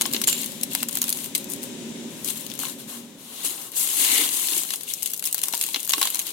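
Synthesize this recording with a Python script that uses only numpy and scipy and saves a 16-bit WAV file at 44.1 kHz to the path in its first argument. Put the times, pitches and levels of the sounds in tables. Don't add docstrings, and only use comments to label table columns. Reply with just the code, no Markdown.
import sys
import numpy as np
from scipy import signal
from scipy.fft import rfft, irfft, next_fast_len
from scipy.io import wavfile
from scipy.ndimage import uniform_filter1d, map_coordinates

SR = 44100
rng = np.random.default_rng(int(sys.argv[2]) if len(sys.argv) > 2 else 0)


def wav_out(sig):
    wavfile.write(sys.argv[1], SR, np.round(np.clip(np.atleast_2d(sig).T, -1, 1) * 32767).astype(np.int16))


N = 278712
TOP_HZ = 16000


def amp(db):
    return 10 ** (np.asarray(db) / 20)


def unit(x):
    return x / np.sqrt(np.mean(x ** 2) + 1e-20)


def along(points, hz):
    f, v = np.transpose(points)
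    return np.interp(np.log(hz + 1), np.log(f + 1), v)


def curves(rows):
    times, *columns = np.transpose(rows)
    return [np.interp(np.arange(N) / SR, times, column) for column in columns]


def wobble(rate):
    knots = rng.standard_normal(int(N * rate / SR) + 4)
    return map_coordinates(knots, [np.arange(N) * rate / SR])


def slope(points):
    return lambda hz: amp(along(points, hz))


def peaks(modes):
    def gain(hz):
        power = 0
        for center, width, db in modes:
            damping = (hz * width) ** 2
            power = power + amp(db) ** 2 * damping / ((center ** 2 - hz ** 2) ** 2 + damping)
        return np.sqrt(power)
    return gain


def colour(x, gain):
    m = 2 * next_fast_len((N + SR // 4) // 2)
    response = unit(gain(np.fft.rfftfreq(m, 1 / SR)))
    cepstrum = irfft(np.log(np.maximum(response, 1e-6)))
    cepstrum[1:m // 2] *= 2
    cepstrum[m // 2 + 1:] = 0
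    return irfft(rfft(x, m) * np.exp(rfft(cepstrum)), m)[..., :N]


def pan(db):
    return unit(amp([[db / 2], [-db / 2]]))


def blend(pair, alike):
    turn = np.arccos(np.clip(alike, -1, 1)) / 2
    return np.cos(turn) * pair[0] + np.sin(turn) * np.array([pair[1], -pair[1]])


def add(track, s, sound):
    start = int(np.clip(round(s * SR), 0, N - 1))
    track[:, start:start + sound.shape[1]] += sound[:, :N - start]


# (t/s, level/dB)
RUMBLE_SWELL = [(0, -33.5), (.25, -32), (.7, -33), (1.1, -36.5), (1.5, -31.5), (1.8, -31.5), (2.2, -32.5),
                (2.4, -35.5), (2.6, -35.5), (3.05, -38.5), (3.4, -47.5), (4.8, -52.5), (6.3, -54.5)]
# (t/s, level/dB)
UPPER_SWELL = [(0, -44), (.2, -47.5), (.5, -64), (1.2, -65), (1.5, -49), (1.9, -42.5), (2.3, -55),
               (3.2, -78)]
# (f/Hz, width/Hz, level/dB)
UPPER_RESONANCE = [(357, 115, 0)]
# (f/Hz, relative level/dB)
DRONE_COLOUR = [(20, -81), (45, -51), (80, -32), (100, -18), (120, -11.5), (190, -4.5), (235, 1.5),
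                (290, -6), (325, -10.5), (395, -5), (450, -21.5), (540, -8.5), (700, -26), (1500, -50)]
# (f/Hz, width/Hz, relative level/dB)
STANDING_WAVES = [(153.3, 7.5, -3), (218.4, 6, -1.5), (237.4, 6, 1), (279, 15, -0.5), (376, 43, -41)]
# (f/Hz, relative level/dB)
RUSH_COLOUR = [(410, -22), (700, -6.5), (970, 3), (1280, -18.5), (1700, -13), (2210, -35), (3740, -120)]
# (f/Hz, relative level/dB)
HISS_COLOUR = [(1180, -11), (2000, -5.5), (3800, -0.5), (4250, -6.5), (4550, -8), (7290, -2.5),
               (15500, -19)]
# (f/Hz, relative level/dB)
ROOM_TONE_COLOUR = [(25, -44), (64, -17.5), (92, -21), (130, -1.5), (155, -13), (172, 5), (215, -9),
                    (300, -3), (450, -3.5), (900, -13.5), (2000, -23)]
HISS_DB, RUSH_DB, HISS_SIDE_DB = -9.5, -26.5, 6


def rumble():
    level_db, = curves(RUMBLE_SWELL)
    upper_db, = curves(UPPER_SWELL)

    def air(gain):
        return colour(blend(rng.standard_normal((2, N)), 0.85), gain)

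    def drone(hz):
        return np.hypot(unit(slope(DRONE_COLOUR)(hz)), amp(-2.5) * unit(peaks(STANDING_WAVES)(hz) ** 2))

    swell = amp(-6.5) * air(drone) + amp(RUSH_DB) * air(slope(RUSH_COLOUR))
    hiss = amp(HISS_DB) * pan(HISS_SIDE_DB) * colour(rng.standard_normal((2, N)), slope(HISS_COLOUR))
    upper = amp(upper_db) * air(lambda hz: peaks(UPPER_RESONANCE)(hz) ** 2)
    room_tone = amp(-52.5) * air(slope(ROOM_TONE_COLOUR))
    return amp(level_db) * (swell + hiss) + upper + room_tone


SLIDE_RISE_S, SETTLE_DB_PER_S = .024, 220


def motion(t, start, end):
    rise = np.clip((t - start) / SLIDE_RISE_S + .5, 0, 1)
    return rise * amp(-SETTLE_DB_PER_S * np.maximum(t - end, 0))


# (t/s, length/s, fine crunch level/dB, coarse crunch level/dB, tank level/dB, swell/dB per s)
PILE_SLIDES = [(0, 0.082, -36, -40.5, -49.5, 3.5), (0.13, 0.07, -36, -40.5, -52, -24),
               (0.274, 0.084, -25, -31.5, -48, -75), (0.368, 0.07, -31.5, -37.5, -52, -26),
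               (0.452, 0.24, -37.5, -44, -69, -42), (0.708, 0.11, -33.5, -40, -52, -16.5),
               (.912, 0.07, -38, -43, -57, 21), (1.02, .06, -35, -41.5, -54, 0),
               (1.135, .12, -34, -44.5, -55, 0), (1.356, 0.057, -33, -42, -55, -120),
               (1.494, 0.014, -31.5, -53, -55, -13.5), (1.622, 0.02, -36.5, -49, -60, -6.5),
               (2.093, 0.14, -48.5, -61, -62, 41), (2.244, 0.054, -33.5, -45, -57, 120.5),
               (2.35, 0.11, -35, -43.5, -52.5, -47), (2.481, 0.082, -45.5, -45.5, -57, -2),
               (2.593, .11, -31, -39.5, -48, -30), (2.787, 0.014, -38, -45.5, -55, -11),
               (2.879, 0.095, -36, -44.5, -49, -23), (3.182, 0.24, -48, -53, -62, 52.5),
               (3.439, 0.021, -23, -34.5, -44.5, -3), (3.498, 0.18, -33, -43, -47.5, -29.5),
               (4.801, 0.067, -42.5, -47.5, -60, 2), (4.875, 0.039, -30, -38, -58.5, -13),
               (4.958, 0.082, -38, -46, -68.5, 5.5), (5.035, 0.16, -33.5, -43, -60, -52.5),
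               (5.236, 0.054, -34, -41.5, -54.5, -2), (5.35, 0.038, -35.5, -43, -55, 2),
               (5.427, 0.086, -33, -44.5, -51.5, -20), (5.538, 0.046, -34.5, -45.5, -53, 0),
               (5.611, 0.12, -27.5, -38.5, -50.5, -56.5), (5.749, 0.1, -36.5, -43, -56, -18.5),
               (5.891, 0.11, -33, -43, -51, 31.5), (6.018, 0.048, -27, -33, -45.5, -31),
               (6.094, 0.14, -33, -43, -50.5, -12), (6.257, 0.046, -31, -37, -49.5, -100)]
# (t/s, fine crunch level/dB, coarse crunch level/dB)
HAND_SCOOP = [(3.72, -43.5, -46), (3.749, -35, -42.5), (3.765, -22, -39), (3.83, -22, -38),
              (3.87, -26.5, -39), (3.965, -24, -36), (4.01, -18, -30), (4.09, -23, -29.5), (4.12, -19, -28),
              (4.22, -21.5, -28.5), (4.299, -27, -37), (4.34, -23.5, -37), (4.5, -25.5, -37),
              (4.58, -23.5, -36), (4.651, -33, -45), (4.73, -30.5, -41), (4.802, -40, -49.5)]
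SCOOP_TANK_DB, SCOOP_THUD_DB = -11.5, -9.5
THUD_DB = -1
STIR_DB, STIR_LEAD_S, STIR_LIFE_S = -20.5, .006, .007
STEP_S = .001


def stirring():
    t = np.arange(0, N / SR, STEP_S)
    times, *columns = np.transpose(HAND_SCOOP)
    fine_db, coarse_db = (np.interp(t, times, column) for column in columns)
    scoop = amp([fine_db, coarse_db, coarse_db + SCOOP_TANK_DB, coarse_db + SCOOP_THUD_DB])
    power = (scoop * motion(t, times[0], times[-1])) ** 2
    for start, length, fine_db, coarse_db, tank_db, swell in PILE_SLIDES:
        shape = motion(t, start, start + length) * amp(swell * np.clip(t - start, 0, length))
        power += np.outer(amp([fine_db, coarse_db, tank_db, tank_db + THUD_DB]), shape) ** 2
    for s, tick_db, clack_db, knock_db, _ in LANDINGS:
        distance = np.maximum((s - t) / STIR_LEAD_S, (t - s) / STIR_LIFE_S)
        shape = amp(STIR_DB) * np.exp(-distance)
        power[:-1] += np.outer(amp([tick_db, clack_db, knock_db]), shape) ** 2
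    levels_db = 10 * np.log10(power + 1e-12)
    return curves(np.column_stack([t, *levels_db]))


def grains(rate, spread_db, life, smooth):
    sizes = amp(2 * spread_db * np.clip(rng.standard_normal(N), -2, 2))
    slips = (rng.random(N) < rate / SR) * sizes / rate
    power = signal.lfilter([1], [1, -np.exp(-1 / (life * SR))], slips)
    share = np.clip(smooth, 0, 1)
    return np.sqrt(share + (1 - share) * power / power.mean()) * rng.standard_normal((2, N))


def rattle(rate, pitch_hz, cycles, spread_db):
    start = np.flatnonzero(rng.random(N) < rate / SR)
    draws = np.clip(rng.standard_normal((len(start), 4)), -2, 2)
    pitch, size, side, phase = draws.T[:, :, None]
    k = np.arange(SR // 150)
    turns = np.minimum(pitch_hz * np.exp(.3 * pitch), TOP_HZ) * k / SR
    ring = amp(spread_db * size) * np.exp(-turns / cycles) / np.sqrt(rate[start, None])
    where = (start[:, None] + k).ravel()
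    ears = []
    for sign in (1, -1):
        ear = ring * amp(sign * side) * np.sin(2 * np.pi * turns + sign * phase)
        ears.append(np.bincount(where, ear.ravel(), N)[:N])
    return unit(np.array(ears))


def pile(fine_db, coarse_db, tank_db):
    rate = 450 * amp(.7 * (fine_db + 32)) + 300
    moving = np.clip((fine_db + 42) / 12, .03, 1)
    crunch = grains(rate, spread_db=4, life=.0015, smooth=.5) * amp(.8 * wobble(45))
    small = rattle(rate, pitch_hz=9000, cycles=13, spread_db=4)
    large = rattle(rate, pitch_hz=3200, cycles=6, spread_db=3.5)

    def stirred(grit):
        return np.sqrt(moving) * unit(grit) + np.sqrt(1 - moving) * rng.standard_normal((2, N))

    fine = amp(fine_db) * stirred(crunch + 0.43 * small)
    coarse = amp(coarse_db) * stirred(crunch + 0.53 * large)
    tank = amp(tank_db) * stirred(crunch)
    return fine * pan(7.3), coarse * pan(6.3), tank


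# (start t/s, end t/s, typical tick level/dB)
HAND_SPILLS = [(0, .25, -39), (.3, .44, -34), (.88, 1, -40), (1.03, 1.27, -39), (2.27, 2.44, -38),
               (3.77, 4.3, -27), (4.3, 4.65, -29), (5.45, 5.7, -38), (5.9, 6.3, -38)]
SPILL_PER_S, SPILL_SPREAD_DB = 50, 2.5
SPILL_CLACK_DB, SPILL_KNOCK_DB, SPILL_SIDE_DB = -13.5, -19.5, 17


def spilled():
    rows = []
    for start, end, db in HAND_SPILLS:
        draws = rng.random((40, 5))[:max(1, round((end - start) * SPILL_PER_S))]
        for k, (delay, *chance) in enumerate(draws):
            size, clack, knock, side = SPILL_SPREAD_DB * np.sqrt(12) * (np.array(chance) - .5)
            s = start + (k + delay) / SPILL_PER_S
            tick = db + size
            rows.append((s, tick, tick + SPILL_CLACK_DB + clack,
                         tick + SPILL_KNOCK_DB + knock, SPILL_SIDE_DB + side))
    return rows


# (f/Hz, relative level/dB)
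FREE_FALL_TONE = [(1000, 0), (2400, 1), (3700, -2.5), (5300, 1), (7500, -1), (12000, -.5), (15000, 2)]
LEAD = .003


def contact(t, t60, tail_db, tail_t60, tint_db, nudge_db, ring_db, ring_t60, span=0.0033, count=3):
    def crack(age):
        decay = amp(-60 * np.abs(age) / t60)
        return (age > 0) * decay * (1 - np.exp(-np.abs(age) / .00025))

    age = t - LEAD
    shape = crack(age) + (age > 0) * amp(tail_db - 60 * age / tail_t60)
    for delay in rng.uniform(0.0031, 0.009, count):
        shape = np.hypot(shape, amp(nudge_db + 2 * rng.standard_normal()) * crack(age - delay))
    spectrum = rfft(rng.standard_normal((2, len(t))) * shape)
    energy = np.mean(np.abs(spectrum) ** 2, axis=0)
    spectrum /= np.sqrt(np.abs(uniform_filter1d(energy, size=130)))
    pitches = rng.uniform(2500, 14500, (count, 1))
    ring = (age > 0) * amp(-60 * age / ring_t60) * np.sin(2 * np.pi * pitches * age).sum(axis=0)
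    spectrum += amp(ring_db) * rfft(ring / np.linalg.norm(ring))
    height = np.linspace(0, 1, spectrum.shape[1])
    hz = height * SR / 2
    tint = map_coordinates(rng.standard_normal(40), [39 * height]) * np.minimum(3 * height, 1)
    tone = amp(tint_db * tint + along(FREE_FALL_TONE, hz))
    burst = irfft(spectrum * tone * (hz < TOP_HZ), len(t))
    return burst * np.sqrt(2 * span * SR / np.sum(burst ** 2))


# (t/s, tick level/dB, clack level/dB, tank knock level/dB, left over right/dB)
LANDINGS = [(0.0112, -16.5, -21, -31, 6), (.018, -16.5, -22, -33, 3), (.055, -36, -22, -28.5, 10),
            (0.0614, -20, -38, -41, 7), (0.113, -31, -34, -49, 8), (0.1274, -25, -48, -44, 11),
            (0.1352, -17, -24.5, -36, 5), (0.146, -30, -20, -45, 9), (0.16, -29, -40, -50, 6),
            (0.164, -39, -21.5, -32, 2), (0.2157, -19, -25.5, -36, 5), (0.2188, -24.5, -38, -40, 7),
            (0.238, -23.5, -22.5, -55, 5), (0.2417, -20.5, -27, -50, 10), (0.2728, -17, -26, -41, -13),
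            (0.2797, -15.5, -22, -31, 7), (.2865, -23, -19, -47, 1), (.297, -19, -30, -50, 4),
            (0.328, -25, -22.5, -37, -19), (.411, -30, -42, -54, 9), (0.4161, -26, -40, -57, 10),
            (0.4327, -33.5, -32, -54, 6.5), (0.443, -25, -35, -59, 10), (0.4603, -25.5, -48, -59, 7),
            (0.5191, -34, -46, -62, 11), (.612, -30, -38, -60, 10), (0.629, -41, -36, -53, 6),
            (0.6331, -15, -29, -44, 7), (0.713, -34, -37, -49, 11), (0.7334, -25, -46, -54, 9),
            (.75, -16, -19.5, -30.5, 7), (0.8033, -42, -32, -54, 13), (0.8264, -32, -36.5, -37, 9),
            (.8298, -18, -24, -34, 6), (.886, -21, -33, -45, 9), (0.8923, -30, -32, -44, 4),
            (.91, -31, -40, -51, 12), (0.9277, -25, -44, -57, 10), (0.9398, -34, -45, -63, 10),
            (0.9534, -19.5, -31, -41.5, 8), (0.9712, -19, -28, -34.5, 2), (.986, -26, -42, -54.5, 7),
            (1.017, -14.5, -24.5, -36, 2), (1.0275, -24, -31, -42, 1), (1.0404, -21, -29, -38, 2),
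            (1.0691, -34, -42, -57, 6), (1.0807, -25, -34, -42, 6), (1.084, -33, -31, -45, 6),
            (1.092, -17.5, -30, -59.5, 0), (1.102, -19, -41, -59, 1), (1.1106, -37, -39, -45, 5),
            (1.12, -32, -44, -58, 6), (1.1266, -18, -28, -46, 6), (1.172, -30, -44, -56.5, 9),
            (1.1875, -32, -35, -50, 8), (1.2433, -29.5, -34, -55, 8), (1.259, -29.5, -36, -50.5, 9),
            (1.3503, -18, -18.5, -40, 4), (1.355, -20, -23, -47.5, 2), (1.3625, -26, -35, -54, -.5),
            (1.3788, -25, -48, -64, 7), (1.443, -31.5, -40, -49, 6.5), (1.5007, -29, -46, -58, 19),
            (1.519, -27, -45, -63, 12), (1.5354, -24.5, -36, -55, 12), (1.561, -38, -46, -59.5, 9),
            (1.63, -30, -38, -54, 9), (1.637, -29.5, -46, -49, 10), (2.246, -20.5, -44.5, -57, 11),
            (2.2766, -25, -35, -55, 15), (2.287, -29, -29, -45, 12), (2.303, -24.5, -31, -41, 12.5),
            (2.374, -30, -46, -58, 12), (2.4089, -30, -45.5, -57, 11), (2.465, -30, -34, -62.5, 18),
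            (2.5, -36, -34, -59, 15), (2.509, -41, -39, -60, 15), (2.516, -35, -32, -59, 18),
            (2.538, -33, -45, -61, 12), (2.552, -33, -48, -62, 12), (2.577, -37, -50, -62, 12),
            (2.5908, -24, -36, -39.5, 6), (2.6, -28.5, -34, -50, 12), (2.634, -28, -46, -32, 15.5),
            (2.646, -33, -38, -47, 13), (2.652, -32, -28, -39, 16), (2.668, -42, -38, -47, 12),
            (2.684, -31.5, -37, -47, 12), (2.697, -33, -36, -45, 14), (3.4575, -29, -32, -48, 7.5),
            (3.5058, -28.5, -45.5, -59.5, 10.5), (3.578, -43.5, -36.5, -48, 7.5),
            (3.616, -32.5, -44, -61, 16), (3.6202, -38, -48, -56.5, 12), (3.718, -32.5, -44, -64, 14),
            (3.772, -27, -40.5, -50, 10.5), (3.795, -22.5, -44.5, -50, 6), (3.816, -27, -42, -42, 9),
            (3.829, -32, -45, -48, 8), (3.931, -25, -40, -43.5, 8), (4.048, -20, -21, -42, 2),
            (4.18, -18, -26, -33, 8), (4.289, -30, -32, -47, 7), (4.4707, -23, -34, -50, 6.5),
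            (4.4854, -28, -24, -46, 4), (4.5215, -35, -27, -51.5, 5.5), (4.534, -35, -26, -50, 5),
            (4.565, -22.5, -28, -48, 2), (4.578, -19, -39, -44, 11.5), (4.59, -25, -45, -46, 13),
            (4.618, -28, -45, -49, 7), (4.6386, -39, -36, -52, 7.5), (4.6897, -34.5, -35, -57, 8.5),
            (4.7052, -23.5, -26.5, -43, 17), (4.737, -22, -24, -37, 6), (4.758, -25, -49.5, -51.5, 8),
            (4.809, -30, -41, -49, 13), (4.8332, -28.5, -42, -65, 10.5), (4.937, -17.5, -32, -47.5, 7.5),
            (5.024, -27, -35, -49, 14), (5.0297, -19, -40, -49, 9.5), (5.0594, -19, -28.5, -49.5, 8),
            (5.0644, -24, -37.5, -55, 11), (5.0738, -26, -35, -67, 7), (5.1, -28, -53, -70, 11),
            (5.1048, -27.5, -46, -62, 11), (5.116, -29, -53, -58, 9.5), (5.135, -21, -34.5, -47.5, 2),
            (5.143, -27, -42, -60, 2.5), (5.164, -31, -50, -64, 8.5), (5.176, -27.5, -57, -60.5, 16),
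            (5.1942, -24, -36.5, -62, 10), (5.2248, -25.5, -34.5, -39.5, 9.5), (5.2401, -21.5, -33, -60, 7),
            (5.254, -19, -36, -51, 6.5), (5.259, -20.5, -39, -52, 10.5), (5.266, -22, -43, -54, 5),
            (5.2722, -21.5, -28, -52.5, 11), (5.312, -32, -48, -62, 8), (5.327, -18, -33.5, -49, 4),
            (5.345, -16, -30, -36.5, 6), (5.38, -23, -33.5, -45, 13), (5.3912, -27, -33, -50, 3),
            (5.416, -23.5, -35, -50.5, 15), (5.432, -26, -35, -47, 5), (5.436, -16, -23, -38, 3),
            (5.4564, -26.5, -44, -57, 4), (5.4706, -33, -53.5, -64, 6), (5.4835, -19.5, -34, -37, 5.5),
            (5.5257, -25, -30.5, -53, 11), (5.5365, -24, -23.5, -30.5, 7), (5.545, -22.5, -32.5, -50, 12),
            (5.5507, -23.5, -30, -53, 6), (5.569, -27, -35, -52, 6.5), (5.5768, -24.5, -46, -55, 9),
            (5.592, -27, -44, -61, 9), (5.6, -33, -49, -59, 8), (5.6121, -17, -23.5, -42, 2),
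            (5.626, -22, -33, -50, 5), (5.638, -20, -30, -44, 2), (5.6646, -25.5, -41.5, -59.5, 6.5),
            (5.688, -31.5, -31.5, -50, 7), (5.734, -29.5, -43.5, -72, 15.5),
            (5.744, -27.5, -16.5, -33.5, 3), (5.76, -30, -21, -34, 7), (5.765, -34, -35, -42, 11),
            (5.795, -34, -36, -61.5, 9), (5.8024, -25, -41.5, -64.5, 7), (5.83, -26.5, -44, -61, 10),
            (5.8484, -25.5, -49, -65.5, 7), (5.8542, -27.5, -51, -64, 9), (5.8666, -32, -37, -63, 9),
            (5.8758, -24, -40, -44, 13), (5.887, -31, -35, -56, 8), (5.8934, -15.5, -27, -39, 5),
            (5.9, -19, -33, -37, 14), (5.907, -24, -22.5, -44, 7), (5.9207, -20, -32, -57, 6),
            (5.9323, -21, -38.5, -50, 9), (5.9357, -23, -12, -23, -3), (5.9806, -24, -30, -30.5, -20),
            (5.9932, -27, -38, -50, 2.5), (6.0136, -15.5, -26.5, -32, 5), (6.0166, -24.5, -19.5, -27.5, 5),
            (6.028, -16, -18, -27.5, 3), (6.0533, -21, -26, -32, -4), (6.0721, -23, -25.5, -34, -3),
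            (6.1021, -22, -35.5, -49, 0), (6.14, -35, -36, -54.5, 6.5), (6.1455, -20, -26.5, -39, 8.5),
            (6.1558, -22.5, -26.5, -39, 10.5), (6.17, -34, -31.5, -50, 9), (6.192, -19, -23.5, -39, 3),
            (6.1975, -23, -29, -43, 4), (6.215, -31.5, -34, -54, 1), (6.268, -25, -36.5, -61, 15.5),
            (6.279, -33.5, -35, -61, 8), (6.306, -30, -43.5, -59.5, 8.5)]


def pellets():
    fine, coarse, tank = np.zeros((3, 2, N))
    t = np.arange(SR // 10) / SR
    for s, tick_db, clack_db, knock_db, side_db in [*LANDINGS, *spilled()]:
        hit = contact(t, t60=rng.uniform(.009, .014), tail_db=-25, tail_t60=.06, tint_db=3.3,
                      nudge_db=-16, ring_db=-11, ring_t60=.022)
        add(fine, s - LEAD, amp(tick_db) * pan(side_db) * hit)
        add(coarse, s - LEAD, amp(clack_db) * pan(side_db) * hit)
        add(tank, s - LEAD, amp(knock_db) * hit)
    return fine, coarse, tank


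# (f/Hz, relative level/dB)
FINE_ICE = [(100, -80), (2500, -46), (4800, -8.5), (5700, -9), (7000, -2.5), (8600, -0.5), (11500, 0),
            (14000, -3), (15800, -8.5)]
# (f/Hz, relative level/dB)
COARSE_ICE = [(100, -59), (900, -33), (1600, -16.5), (2100, -8.5), (2450, -6.5), (2850, 0), (4000, 2),
              (4900, -5.5), (6500, -5.5), (10000, -36.5)]
# (f/Hz, width/Hz, level against the ice/dB)
GLASS_PANES = [(2132, 30, 3), (2214, 14, 2.5), (2788, 16, 3), (3403, 38, 1), (4109, 16, 5), (5788, 35, 3),
               (6643, 55, 1), (8097, 44, 1), (9229, 40, 0)]


def through_ice(fine, coarse, rub):
    ice = colour(fine, slope(FINE_ICE)) + colour(coarse, slope(COARSE_ICE)) + rub
    return colour(ice, lambda hz: np.hypot(1, peaks(GLASS_PANES)(hz)))


# (f/Hz, width/Hz, relative level/dB)
TANK_MODES = [(650, 630, -1.5), (790, 19, 8.5), (964, 124, 6.5), (1091, 29, 11), (1430, 3300, 0),
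              (1570, 720, -1)]


def through_tank(blows):
    def body(hz):
        return peaks(TANK_MODES)(hz) / np.hypot(1, (hz / 1800) ** 4) / np.hypot(1, (550 / (hz + 1)) ** 2)
    return colour(blend(blows, 0.37), body) * pan(-0.51)


# (t/s, level/dB)
TANK_BUMPS = [(.145, -25), (0.277, -27), (3.444, -30), (4.125, -34), (4.19, -31.5), (4.52, -34),
              (4.565, -33), (4.59, -34), (5.534, -33.5), (5.745, -36), (5.762, -30), (5.976, -33.5)]
# (f/Hz, relative level/dB)
FLOOR_COLOUR = [(25, -68), (60, -46), (110, -33), (160, -24), (280, 1), (400, -4.5), (600, -19),
                (1000, -20.5)]


def thuds(floor_db):
    push = amp(floor_db) * grains(np.full(N, 120.), spread_db=5, life=0.009, smooth=0.32)
    t = np.arange(SR // 12) / SR
    for s, db in TANK_BUMPS:
        add(push, s, amp(db - 60 * t / 0.057) * rng.standard_normal((2, len(t))))
    return colour(push[0], slope(FLOOR_COLOUR)) * pan(-2.1)


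# (f/Hz, level/dB, t60/s)
ORNAMENT_MODES = [(7262, -17.5, .41), (7278.5, -21.5, .41), (7420, -21, .05), (7482, -27, .15),
                  (2972, -29, .26), (4531, -29, .16), (6689, -30, .2), (6882, -29, .18), (7082, -29, .18),
                  (8068, -31, .2), (8241, -29, .15), (9054, -30, .2), (9234, -31, .26), (10454, -31, .22),
                  (11440, -26, .18), (12392, -32, .25)]
PING_AT = .274


def ping():
    t = np.arange(SR) / SR
    ring = sum(amp(db - 60 * t / t60) * np.sin(2 * np.pi * hz * t) for hz, db, t60 in ORNAMENT_MODES)
    onset = 1 - np.exp(-t / .0005)
    track = np.zeros((2, N))
    add(track, PING_AT, pan(2.8) * ring * onset)
    return track


# (t/s, f/Hz, level/dB, t60/s)
FLOOR_RAPS = [(2.635, 926, -29, .026), (2.652, 1080, -32, 0.043), (2.668, 1050, -41, .035),
              (2.682, 1056, -35, 0.043), (2.696, 1050, -40, .04), (5.537, 946, -25, .045),
              (5.685, 942, -37, 0.043), (5.9366, 1108, -26, 0.081), (6.017, 1090, -22, 0.051),
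              (6.054, 1020, -27, .035)]


def raps():
    track = np.zeros((2, N))
    t = np.arange(SR // 5) / SR
    rise = np.sin(np.pi / 2 * np.minimum(t / .002, 1)) ** 2
    for s, hz, db, t60 in FLOOR_RAPS:
        add(track, s, pan(-1) * rise * amp(db - 60 * t / t60) * np.sin(2 * np.pi * hz * t))
    return track


# (f/Hz, width/Hz, relative level/dB)
GRIND_RESONANCE = [(2159, 513, 0)]
GRIND_DB, GRIND_GROWS = -31.5, 3.6


def grinding():
    _, push_db = curves(HAND_SCOOP)
    rub = colour(rng.standard_normal((2, N)), lambda hz: peaks(GRIND_RESONANCE)(hz) ** 2)
    return amp(GRIND_DB + GRIND_GROWS * (push_db - push_db.max())) * pan(1.94) * rub


# (f/Hz, t60/s)
ROOM_DECAY = [(300, 0.38), (3000, 0.13), (14000, 0.19)]


def surroundings(x, glass_db, room_db, count=8):
    hz, t, z = signal.stft(rng.standard_normal((2, SR // 2)), SR, nperseg=256)
    decay = amp(-60 * t / along(ROOM_DECAY, hz)[:, None])
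    tail = signal.istft(z * decay, SR, nperseg=256)[1]
    answer = amp(room_db) * tail / np.linalg.norm(tail[0])
    for channel in answer:
        delays = rng.uniform(.003, 0.013, count)
        echoes = amp(glass_db) * rng.standard_normal(count) / np.sqrt(count)
        channel[(delays * SR).astype(int)] += echoes
    return x + signal.fftconvolve(x, answer, axes=1)[:, :N]


def scene():
    fine_db, coarse_db, tank_db, floor_db = stirring()
    fine, coarse, tank = np.array(pile(fine_db, coarse_db, tank_db)) + np.array(pellets())
    ice = through_ice(fine, coarse, grinding())
    knocks = through_tank(tank)
    near = ice + knocks + thuds(floor_db) + raps() + ping()
    return surroundings(near, glass_db=-16, room_db=-17) + rumble()


def record(dry):
    rounded = dry / (1 + (dry / .8) ** 4) ** (1 / 4)
    m = next_fast_len(N + SR // 4)
    keep = np.fft.rfftfreq(m, 1 / SR) < TOP_HZ
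    return irfft(rfft(rounded, m) * keep, m)[:, :N]


dry = scene()
out = record(dry)
wav_out(out)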